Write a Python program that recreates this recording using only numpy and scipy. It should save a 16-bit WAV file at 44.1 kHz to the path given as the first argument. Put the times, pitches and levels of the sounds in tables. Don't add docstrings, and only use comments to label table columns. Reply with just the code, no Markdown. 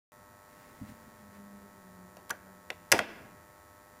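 import sys
import numpy as np
from scipy import signal
from scipy.fft import rfft, irfft
from scipy.io import wavfile

SR = 44100
rng = np.random.default_rng(int(sys.argv[2]) if len(sys.argv) > 2 else 0)


def transcribe(u):
    v = np.clip(np.atleast_2d(u).T, -1, 1)
    q = np.round(v * 32767).astype(np.int16)
    wavfile.write(sys.argv[1], SR, q)


N = 176400
T = np.arange(N) / SR
CUTOFF_HZ, RING_SAMPLES = 16200, SR * 2 // 3
CRACK_RISE_S, WALL_RISE_S = .0003, .004


def amp(db):
    return 10 ** (np.asarray(db) / 20)


def unit(x):
    return x / np.sqrt(np.sum(x ** 2) + 1e-30)


def read(points, hz, column=1):
    table = np.array(points, float)
    return np.interp(np.log(hz + 1), np.log(table[:, 0] + 1), table[:, column])


def add(mix, start_s, sound):
    part = mix[round(start_s * SR):][:len(sound)]
    part += sound[:len(part)]


def noise(spectrum, top_hz=CUTOFF_HZ):
    hz = np.fft.rfftfreq(N, 1 / SR)
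    shaped = rfft(rng.standard_normal(N)) * amp(read(spectrum, hz)) * (hz < top_hz)
    return unit(irfft(shaped, N)) * np.sqrt(N)


def causal(gain):
    log_gain = np.log(np.maximum(np.r_[gain, gain[-2:0:-1]], 1e-5))
    return np.fft.ifft(np.exp(np.conj(signal.hilbert(log_gain)))).real


def ring(modes, rise_s, focus_hz=None, focus_octaves=.36):
    t = T[:RING_SAMPLES]
    hz, db, t60 = np.array(modes, float).T[:, :, None]
    weight = 1 / (1 + (np.log2(hz / focus_hz) / focus_octaves) ** 2) if focus_hz else 1
    waves = weight * amp(db - 60 * t / t60) * np.sin(2 * np.pi * (hz * t + rng.random(hz.shape)))
    return unit(waves.sum(0) * (1 - np.exp(-t / rise_s)))


def buzz(rate_hz=100, top_order=152, scatter_db=1.2, fizz_decay_s=.003):
    low_orders = [4, 5, 6, 7, 8, 9, 10, 11, 12, 13, 14, 15, 16, 18, 19, 20]
    low_db = [-76.5, -72, -65.5, -74, -74.5, -67.5, -72.5, -67.5, -99.5, -67, -77.5, -76.5, -76, -72, -71,
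              -78.5]
    # (frequency [Hz], level per partial [dB])
    fizz = [(2100, -91.5), (2400, -84), (2700, -93), (3700, -92.5), (3950, -85.5), (4300, -93), (4700, -86),
            (5100, -96), (5700, -86), (6000, -90), (6800, -89), (7100, -82), (7900, -95.5), (8750, -85),
            (9200, -99), (9650, -90.5), (9850, -77.5), (10250, -89), (10650, -106), (11400, -97.5),
            (12000, -97), (12800, -85.5), (13900, -100), (14600, -79.5), (15200, -97)]
    orders, t = np.arange(low_orders[0], top_order + 1), T[:SR // rate_hz]
    db = read(fizz, orders * rate_hz) + scatter_db * rng.standard_normal(len(orders))
    db[np.array(low_orders) - orders[0]] = low_db
    phase = np.angle(rfft(rng.standard_normal(len(t)) * np.exp(-t / fizz_decay_s)))[orders]
    partials = np.cos(2 * np.pi * np.outer(orders * rate_hz, t) + phase[:, None])
    return np.resize(np.sqrt(2) * amp(db) @ partials, N)


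def hiss(level_db=-62):
    # (frequency [Hz], relative density [dB])
    spectrum = [(20, -30), (45, -9.5), (90, 4.5), (150, -9.5), (240, -5.5), (400, -11), (600, -9.5),
                (1000, -10), (1900, -15), (2800, -27), (7000, -26), (11000, -26.5), (15000, -26)]
    return amp(level_db) * noise(spectrum, top_hz=15400)


def shuffle():
    # (frequency [Hz], relative density [dB])
    spectrum = [(20, -14), (60, -14), (100, -7), (150, -4.5), (260, -3.5), (400, -12), (900, -19),
                (16000, -68)]
    # (time [s], level [dB])
    swells = [(.12, -69), (.4, -68.5), (.75, -60.5), (.95, -62), (1.3, -63.5), (1.8, -63.5), (2.5, -67.5),
              (2.85, -71), (3.25, -54.5), (3.55, -72.5), (4, -67)]
    return noise(spectrum) * amp(np.interp(T, *np.transpose(swells)))


def sleeve_rustle(grain_s=.006, grain_db=1.5):
    # (frequency [Hz], relative density [dB])
    spectrum = [(100, -29), (600, 2), (1300, 3), (2000, 7), (2800, -2), (4000, -5), (8000, -7.5),
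                (15000, -12)]
    # (time [s], level [dB])
    strokes = [(.3, -85), (.6, -63), (.72, -65), (.84, -66), (.89, -57), (.94, -66), (1.3, -73),
               (1.36, -64), (1.42, -77), (1.7, -73), (2.1, -79.5), (4, -73.5)]
    knots = np.arange(0, T[-1], grain_s)
    flicker_db = grain_db * np.interp(T, knots, rng.standard_normal(len(knots)))
    return noise(spectrum) * amp(np.interp(T, *np.transpose(strokes)) + flicker_db)


def handling_bumps():
    # (time [s], energy [dB])
    touches = [(0.813, -9.5), (0.888, -19), (.911, -21), (1.036, -32), (1.069, -27.5)]
    # (frequency [Hz], relative level [dB], t60 [s])
    modes = [(64, -10, 0.11), (105, 1, 0.078), (160, 0, 0.047), (209.6, -5, 0.16), (266, 3, 0.057)]
    bumps = np.zeros(N)
    for start_s, db in touches:
        add(bumps, start_s, amp(db) * ring(modes, rise_s=.014))
    return bumps


def drone(waver_hz=12, waver_depth=.2):
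    # (time [s], pitch [Hz], level [dB])
    glide = [(.6, 235.3, -76), (0.899, 228.7, -62), (1.15, 220.3, -64.5), (1.26, 204, -54.5),
             (1.33, 202.8, -61), (1.4, 201.8, -54), (1.53, 201.6, -52.5), (1.65, 200, -58.5),
             (1.78, 193, -64), (1.88, 185, -56.5), (2.05, 183.9, -57), (2.15, 184.4, -64.5),
             (2.27, 187.1, -72), (2.5, 188.8, -57), (2.65, 182.8, -68), (2.849, 168.8, -65),
             (3.3, 165, -80)]
    # (time [s], level [dB])
    octave = [(.9, -98), (1.4, -72.5), (1.8, -69), (2.1, -70), (2.3, -77), (2.9, -76)]
    times, hz, db = np.transpose(glide)
    carrier = np.exp(2j * np.pi * np.cumsum(np.interp(T, times, hz)) / SR)
    lowpass = signal.butter(2, waver_hz, fs=SR, output="sos")
    drift = signal.sosfilt(lowpass, rng.standard_normal((2, N)))
    tone = carrier * (1 + waver_depth * np.sqrt(N) * (unit(drift[0]) + 1j * unit(drift[1])))
    octave_db = np.interp(T, *np.transpose(octave))
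    return np.sqrt(2) * (amp(np.interp(T, times, db)) * tone + amp(octave_db) * tone ** 2).real


def switch(wall_ring_db=-2.5, thud_db=1.5, spring_send_db=-6):
    # (time [s], crack [dB], crack cut-off [Hz], spring [dB], case [dB],
    # case's most excited pitch [Hz], wall drive [dB], room send [dB])
    contacts = [(2.169, -30, 8050, -39, -36, 1516, -27.5, 2),
                (2.2951, -22.5, 15000, -41, -45, 2000, -39, -3),
                (2.3027, -23, 6000, -41, -13, 990, -28, -9.5),
                (2.3056, -10.5, 20000, -13.5, -11, 1540, -17.5, -10),
                (2.3092, -30.5, 14000, -19, -6.5, 1560, -22, -0.5),
                (2.463, -60, 2000, -57, -38, 900, -30.5, -3.5),
                (2.7027, -11, 3400, -31, -8.5, 2017, -19.5, -7), (2.9177, 5, 7500, 3.5, 1, 2970, -8, -3),
                (2.9212, -3, 9000, -2, -3.5, 2500, 2, -3), (2.9234, 4.5, 9000, -2.5, 5, 1770, -1.5, 1.5),
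                (2.9364, -12, 1200, -29.5, -12.5, 1310, 0, 2.5),
                (2.9804, -19, 10000, -25, -14, 1700, -24, -6),
                (2.99, -4.5, 3400, -26, -7, 1500, -10.5, -0.5),
                (2.9917, -4, 3000, -33, -4.5, 1920, -6.5, -5)]
    # (frequency [Hz], relative level [dB], t60 [s])
    spring_modes = [(5195, -7, .02), (5800, -3, .02), (5930, 0, .02), (6340, -8, .018), (7170, -11, .018),
                    (7650, -9, .018), (8958, -12, .018), (9690, -10, .018), (10550, -7, .016),
                    (11500, -11, .014), (14530, -10, .012)]
    # (frequency [Hz], relative level [dB], t60 [s])
    case_modes = [(902, -8, 0.029), (1130, 2, 0.018), (1425, -7, 0.047), (1600, 0, 0.015),
                  (1638, -3, 0.024), (1958, -1.5, 0.016), (2160, -5.5, 0.016), (2433, 1, 0.012),
                  (2647, -3.5, 0.03), (2860, -8.5, .02), (3560, -8, 0.03)]
    # (frequency [Hz], relative level [dB], t60 [s])
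    wall_modes = [(98, -11.5, 0.1), (218.3, -11.5, .2), (275, -2.5, 0.065), (322, -10, .2),
                  (464.7, -4.5, 0.18), (542.7, 2.5, 0.08), (633, -1, .08), (665, -5.5, .12),
                  (806.5, -11, .08), (874, -14.5, 0.074)]
    direct, sent = np.zeros((2, N))
    for start_s, crack_db, cut_hz, spring_db, case_db, focus_hz, wall_db, room_db in contacts:
        for sound, send_db in (
                (amp(crack_db) * crack(cut_hz), 0),
                (amp(spring_db) * ring(spring_modes, CRACK_RISE_S), spring_send_db),
                (amp(case_db) * ring(case_modes, CRACK_RISE_S, focus_hz), 0),
                (amp(wall_db + wall_ring_db) * ring(wall_modes, WALL_RISE_S), 0),
                (amp(wall_db + thud_db) * thud(), 0)):
            add(direct, start_s, sound)
            add(sent, start_s, amp(room_db + send_db) * sound)
    return direct + room(sent)


def crack(cut_hz, t60_s=.012, size=2048):
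    # (frequency [Hz], relative density [dB])
    spectrum = [(60, -27), (400, -5), (1200, 1), (3000, 2), (4200, -0.5), (5500, 1.5), (7500, -1),
                (10500, 1), (13000, -1), (14800, 0.5), (16000, -14)]
    t, hz = T[:size], np.fft.rfftfreq(size, 1 / SR)
    burst = rng.choice([-1., 1.], size) * (1 - np.exp(-t / CRACK_RISE_S)) * amp(-60 * t / t60_s)
    colour = amp(read(spectrum, hz)) / np.hypot(1, (hz / cut_hz) ** 2)
    return unit(signal.fftconvolve(burst, causal(colour)))


def thud(t60_s=.12):
    # (frequency [Hz], relative density [dB])
    spectrum = [(40, -34.5), (100, -9), (160, -10.5), (250, -8.5), (380, -3), (480, 0), (600, 4.5),
                (900, -1), (1300, -16.5), (3000, -29), (16000, -70)]
    t = T[:SR // 2]
    return unit(noise(spectrum)[:len(t)] * (1 - np.exp(-t / WALL_RISE_S)) * amp(-60 * t / t60_s))


def room(sound, early_t60_s=.21, flutter_s=.025, flutter_db=1.8, echo_top_hz=5100, size=256):
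    # (frequency [Hz], tail t60 [s], tail level [dB], early level [dB])
    bands = [(57.4, .7, -19, -26.5), (200, 0.66, -5.5, -23), (495, 1, -15.5, -15), (1000, 1, -16, -19.5),
             (2000, 1, -16.5, -9), (3500, 0.64, -12.5, -9.5), (5870, 0.73, -22, -12),
             (10000, .28, -35, -13.5), (16330, 0.18, -21, -12)]
    # (delay [s], level [dB])
    echoes = [(.024, -24.5), (.041, -25.5), (.062, -37)]
    hz, t, (early, tail) = signal.stft(rng.standard_normal((2, SR)), SR, nperseg=size)
    knots = np.arange(100) * flutter_s
    flutter = amp(flutter_db * np.interp(t, knots, rng.standard_normal(len(knots))))
    response = np.zeros(2 * SR)
    for part, t60, db, delay_s in (
            (early, np.full(len(hz), early_t60_s), read(bands, hz, column=3), .003),
            (tail * flutter, read(bands, hz), read(bands, hz, column=2), .015)):
        rate = np.log(1000) / t60[:, None]
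        decay = amp(db)[:, None] * np.sqrt(2 * rate / SR) * np.exp(-rate * t)
        add(response, delay_s, signal.istft(part * decay, SR, nperseg=size)[1])
    for delay_s, db in echoes:
        add(response, delay_s, amp(db) * signal.firwin(31, echo_top_hz, fs=SR))
    return signal.fftconvolve(sound, response)[:N]


def scene():
    mix = switch() + buzz() + hiss()
    mix += shuffle() + sleeve_rustle() + handling_bumps() + drone()
    return mix[None]


def record(dry, start_s=.12):
    live = np.clip(dry, -1, 1) * (T >= start_s)
    lowpass = signal.firwin(511, CUTOFF_HZ, window=("kaiser", 9), fs=SR)
    return signal.oaconvolve(live, lowpass[None], "same")


dry = scene()
out = record(dry)
transcribe(out)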